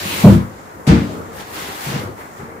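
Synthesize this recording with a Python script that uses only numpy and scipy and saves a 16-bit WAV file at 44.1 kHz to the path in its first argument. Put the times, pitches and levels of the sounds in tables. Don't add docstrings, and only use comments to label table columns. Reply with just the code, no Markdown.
import sys
import numpy as np
from scipy import signal
from scipy.io import wavfile

SR = 44100
rng = np.random.default_rng(int(sys.argv[2]) if len(sys.argv) > 2 else 0)


def store_pcm(level_fs):
    pcm = np.round(np.clip(level_fs, -1, 1) * 32767).astype(np.int16)
    wavfile.write(sys.argv[1], SR, np.atleast_2d(pcm).T)


N = 114660


def amp(db):
    return 10 ** (np.asarray(db) / 20)


def in_time(rows):
    time_s, *columns = np.transpose(rows)
    return [np.interp(np.arange(N) / SR, time_s, column) for column in columns]


def at_hz(rows, hz):
    rows = np.array(rows)
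    return np.interp(np.log(hz), np.log(rows[:, 0]), rows[:, 1])


def drift(rate_hz):
    hop, settle = 40, 2000
    pole = np.exp(-2 * np.pi * rate_hz * hop / SR)
    noise = rng.standard_normal(N // hop + settle + 2)
    slow = signal.lfilter([1], [1, -2 * pole, pole * pole], noise)[settle:]
    slow /= np.sqrt(np.mean(slow ** 2))
    return np.interp(np.arange(N) / hop, np.arange(len(slow)), slow)


def ring(x, hz, t60_s):
    decay, step = amp(-60 / (t60_s * SR)), 2 * np.pi * hz / SR
    return signal.lfilter([0, np.sin(step)], [1, -2 * decay * np.cos(step), decay ** 2], x)


def white():
    return rng.standard_normal((2, 2, N))


def banded(spectrum, noise, flicker_db, envelope=lambda hz: 1):
    # freq_hz, correlation
    stereo_likeness = [(60, 0.79), (250, 0.96), (500, 0.48), (1000, -0.53), (2000, 0.1), (8000, 0)]
    bottom_hz, top_hz = spectrum[0][0], spectrum[-1][0]
    edges = bottom_hz * 2 ** np.arange(0, np.log2(top_hz / bottom_hz) + .5, 1 / 3)
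    out, power, shared_drift = 0, 0, drift(rate_hz=2.7)
    for k, (low, high) in enumerate(zip(edges, np.minimum(edges[1:], .49 * SR))):
        bandpass = signal.butter(2, [low, high], "band", fs=SR, output="sos")
        mid, side = signal.sosfilt(bandpass, noise[k % 2])
        hz = np.sqrt(low * high)
        alike = np.clip(at_hz(stereo_likeness, hz), -1, 1)
        gain = amp(at_hz(spectrum, hz) + flicker_db * (0.13 * shared_drift + drift(rate_hz=24)))
        band = gain * (np.sqrt(1 + alike) * mid + np.sqrt(1 - alike) * side * [[1], [-1]])
        out = out + band * envelope(hz)
        power += np.mean(band ** 2)
    return out / np.sqrt(power)


def room_tone():
    # freq_hz, density_db
    hush = [(25, -43), (50, -8), (75, -8.5), (130, -7.5), (300, -11), (500, -8.5), (1000, -8.5),
            (1500, -14), (2050, -16.5), (2500, -36.5), (3200, -38), (4500, -33), (6800, -30), (9000, -34),
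            (12500, -32), (15500, -35)]
    return banded(hush, white(), flicker_db=0)


def wall_echoes(x, cut_hz, t60_s=0.23):
    out, dull = np.zeros((2, N)), np.exp(-2 * np.pi * cut_hz / SR)
    delays_s = np.geomspace(.013, .041, 12)
    for k, lag in enumerate((delays_s * SR).astype(int)):
        loop, state = x.copy(), [0.]
        gain = amp(-60 * lag / SR / t60_s)
        for i in range(lag, N, lag):
            echo, state = signal.lfilter([gain * (1 - dull)], [1, -dull], loop[i - lag:i], zi=state)
            loop[i:i + lag] += echo[:N - i]
        out[k % 2] += (loop - x) * (-1) ** (k // 2)
    return out


def thin_hiss():
    # time_s, level_db
    course = [(0, -70), (.45, -64), (.6, -55), (.8, -63), (1.0, -53), (2.05, -62), (2.2, -63), (2.4, -51.5),
              (2.5, -68), (2.6, -80)]
    # freq_hz, density_db
    spectrum = [(5000, -18), (6000, -1), (7000, 2), (8000, -8), (9000, -25)]
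    return amp(in_time(course)[0]) * banded(spectrum, white(), flicker_db=1)


def fibre_slips(per_s=12000):
    return white() * (rng.random((2, 2, N)) < per_s / SR) + 1e-9


def sliding_cloth():
    # time_s, swish_db, treble_offset_db
    slide = [(0, -28, -6), (.06, -28.5, -2), (.17, -28.5, 1), (.23, -26, -3.5), (.26, -30.5, -1.5),
             (.34, -32.5, -3.5), (.39, -40.5, -5), (.46, -53, 2), (.6, -52.5, -11), (1.0, -66, 18),
             (1.11, -42, -8), (1.2, -51.5, 1.5), (1.3, -52.5, -5), (1.36, -44, 2.5), (1.41, -35.5, -4.5),
             (1.44, -43, -6), (1.51, -42, 0.5), (1.56, -31.5, -4), (1.62, -32, -4), (1.72, -35, -3),
             (1.79, -35.5, -1), (1.86, -30, -2), (1.92, -30, -6), (1.97, -31, -9.5), (2.03, -39.5, -1.5),
             (2.09, -49.5, -4), (2.15, -55, -2), (2.2, -48.5, 3), (2.29, -53.5, 0), (2.35, -55.5, 2),
             (2.39, -49, -2), (2.5, -59, -7), (2.6, -80, -22)]
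    # time_s, level_db
    whip = [(0, -55), (.07, -31), (.14, -27), (.2, -33), (.3, -36), (.4, -94), (2.6, -84)]
    # freq_hz, density_db
    swish_band = [(1500, 0), (2200, 0), (3200, -0.5), (4200, -2.5), (5500, -6), (7000, -9), (9000, -53.5),
                  (15000, -37)]
    treble_band = [(4000, -21), (7000, -5.5), (8500, -7), (10500, -6), (12500, -2), (15500, -9)]
    sheen_band = [(2200, 14), (3000, 7), (3800, 8), (4600, 3), (5200, -37)]
    swish_db, treble_offset_db = in_time(slide)
    swish = amp(swish_db) * banded(swish_band, fibre_slips(), flicker_db=0.95)
    treble = amp(swish_db + treble_offset_db) * banded(treble_band, fibre_slips(), flicker_db=-0.5)
    sheen = amp(in_time(whip)[0]) * banded(sheen_band, fibre_slips(), flicker_db=1.1)
    return swish + treble + sheen


def flapping_folds():
    # time_s, level_db, mid_offset_db
    flap = [(0, -28.5, -4.5), (.06, -28, -3.5), (.17, -29, 0), (.22, -28, 1.5), (.3, -18, -7.5),
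            (.4, -31.5, -3), (.5, -37.5, -9), (.72, -45.5, 1.5), (.8, -35, -15), (.86, -41.5, -2),
            (.9, -21.5, -1), (1.0, -30, 1), (1.1, -30, -17), (1.2, -29, -14), (1.3, -36.5, -8),
            (1.4, -33, -1.5), (1.47, -42, 3), (1.56, -36, 4), (1.7, -34.5, 3), (1.82, -40.5, 8.5),
            (1.88, -28.5, -2.5), (1.97, -25.5, -4), (2.03, -30.5, -4), (2.09, -28.5, -12),
            (2.15, -39.5, -13), (2.19, -37, 5), (2.25, -39.5, 2.5), (2.30, -44.5, 0), (2.42, -34, -3),
            (2.5, -41.5, 1), (2.6, -39, -5)]
    # freq_hz, density_db
    low_band = [(70, 1), (120, -4), (200, -3), (330, -0.5), (500, -3), (700, -14), (1000, -9)]
    mid_band = [(450, -25), (700, 4), (1000, 4), (1400, -0.5), (2000, -2), (2500, -25), (3200, -57)]
    level_db, mid_offset_db = in_time(flap)
    lows = amp(level_db) * banded(low_band, white(), flicker_db=2)
    mids = amp(level_db + mid_offset_db) * banded(mid_band, white(), flicker_db=1.7)
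    return lows + mids


def sheet_slap():
    # start_s, level_db, rise_s, tilt_db_per_octave
    landings = [(0.8677, -20, 0.031, 0.5)]
    # freq_hz, density_db, t60_s
    puff = [(387, 8, 0.4), (674, -1, 0.1), (1190, -7, 0.31), (2040, -7.5, 0.5), (3500, -12, 0.61),
            (5940, -18, 0.56), (8900, -24, 0.37), (15500, -35, 0.38)]

    def envelope(hz, fast_above_hz=5300):
        t60_s = at_hz(np.array(puff)[:, [0, 2]], hz)
        octaves = np.log2(hz / puff[0][0])
        out = 0
        for start_s, level_db, rise_s, tilt in landings:
            band_rise_s = rise_s / (1 + (hz / fast_above_hz) ** 2)
            age_s = np.maximum(np.arange(N) / SR - start_s, 0)
            swell = (age_s > 0) * (0.67 + 0.69 * np.minimum(age_s / band_rise_s, 1))
            decay_db = 60 * np.maximum(age_s - band_rise_s, 0) / t60_s
            out = out + swell * amp(level_db + tilt * octaves - decay_db)
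        return out
    return banded(puff, white(), flicker_db=0.3, envelope=envelope)


def mattress_thumps(swell_cycles=2.3, bass_cut_hz=23):
    # start_s, level_db, pitch_hz, width_octaves
    pushes = [(0.049, -29.5, 180, 0.22), (0.2366, 1.5, 144, 0.65), (.24, -11, 64, 0.2),
              (.243, 7.5, 112.6, 0.29), (.266, 4.5, 201.6, 0.094), (.29, -3, 193, 0.22),
              (.297, -21, 540, 0.18), (0.298, -6.5, 105, 0.42), (.31, -3, 60.3, 0.28),
              (.318, -8.5, 334, 0.12), (.35, -8.5, 160.3, 0.44), (0.869, -14.5, 227, 0.34),
              (.873, 0, 136, 0.17), (.885, -15, 420, .3), (.891, -3.5, 168.5, 0.17),
              (0.899, -3.5, 76, 0.48), (.915, -9.5, 345, 0.35), (0.926, -8, 232, 0.23),
              (.965, -11.5, 139, 0.51), (1.009, -17.5, 228, 0.31), (1.091, -33.5, 516, 0.33),
              (1.609, -43.5, 153, 0.48), (1.861, -20.5, 140, 0.18), (1.884, -24, 149, 0.36),
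              (1.915, -33, 420, 0.49), (1.936, -16, 135, 0.2), (1.954, -26.5, 199.4, 0.49),
              (1.99, -24, 101, 0.25), (2.029, -35, 353, 0.37), (2.049, -21.5, 103, 0.18),
              (2.386, -31, 128, 0.23), (2.421, -39, 204, 0.54), (2.481, -32, 497, 0.2)]
    # pitch_hz, gain_db, t60_s
    modes = [(56, -40, 1), (73.15, -2, 0.32), (106.6, -2.5, 0.36), (135.9, -3.5, 0.27), (162.1, 2, 0.21),
             (194.6, 5.5, 0.28), (238.4, 1, 0.32), (290, 2, 0.38), (337.4, -0.5, 0.3), (398, -14.5, .3),
             (456, -3, 0.53), (513, -10, 0.89), (629, 7, 0.25)]
    start_s, level_db, pitch_hz, width_octaves = np.transpose(pushes)
    scatter_db = rng.standard_normal((len(pushes), len(modes)))
    boom = np.zeros(N)
    for k, (hz, gain_db, t60_s) in enumerate(modes):
        off_pitch_db = -6 * (np.log2(hz / pitch_hz) / width_octaves) ** 2
        clicks = np.full(N, 1e-18)
        clicks[(start_s * SR).astype(int)] = amp(level_db + gain_db + off_pitch_db + scatter_db[:, k])
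        swell_s = swell_cycles / hz
        drive = ring(clicks, hz, swell_s) * 2 * np.log(1000) / (swell_s * SR)
        boom += (-1) ** k * ring(drive, hz, t60_s)
    return signal.sosfilt(signal.butter(2, bass_cut_hz, "high", fs=SR, output="sos"), boom)


def scene():
    boom = mattress_thumps()
    rustle = sliding_cloth() + thin_hiss() + flapping_folds() + sheet_slap()
    hush = amp(-38.5) * room_tone()
    boom_echoes = amp(-19.5) * wall_echoes(boom, cut_hz=2350)
    rustle_echoes = amp(-12.5) * wall_echoes(rustle.mean(axis=0), cut_hz=4300)
    leftward = np.array([[1], [-1]])
    return (boom * amp(1.04 * leftward) + boom_echoes
            + (rustle + rustle_echoes + hush) * amp(0.65 * leftward))


def record(dry):
    overload_below_hz, ceiling, knee, top_hz = 950, 0.86, 10, 15600
    bass = signal.sosfiltfilt(signal.butter(1, overload_below_hz, fs=SR, output="sos"), dry)
    flat_bass = bass / (1 + np.abs(bass / ceiling) ** knee) ** (1 / knee)
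    clipped = np.clip(flat_bass + dry - bass, -.97, .97)
    return signal.sosfilt(signal.ellip(12, .2, 55, top_hz, fs=SR, output="sos"), clipped)


dry = scene()
out = record(dry)
store_pcm(out)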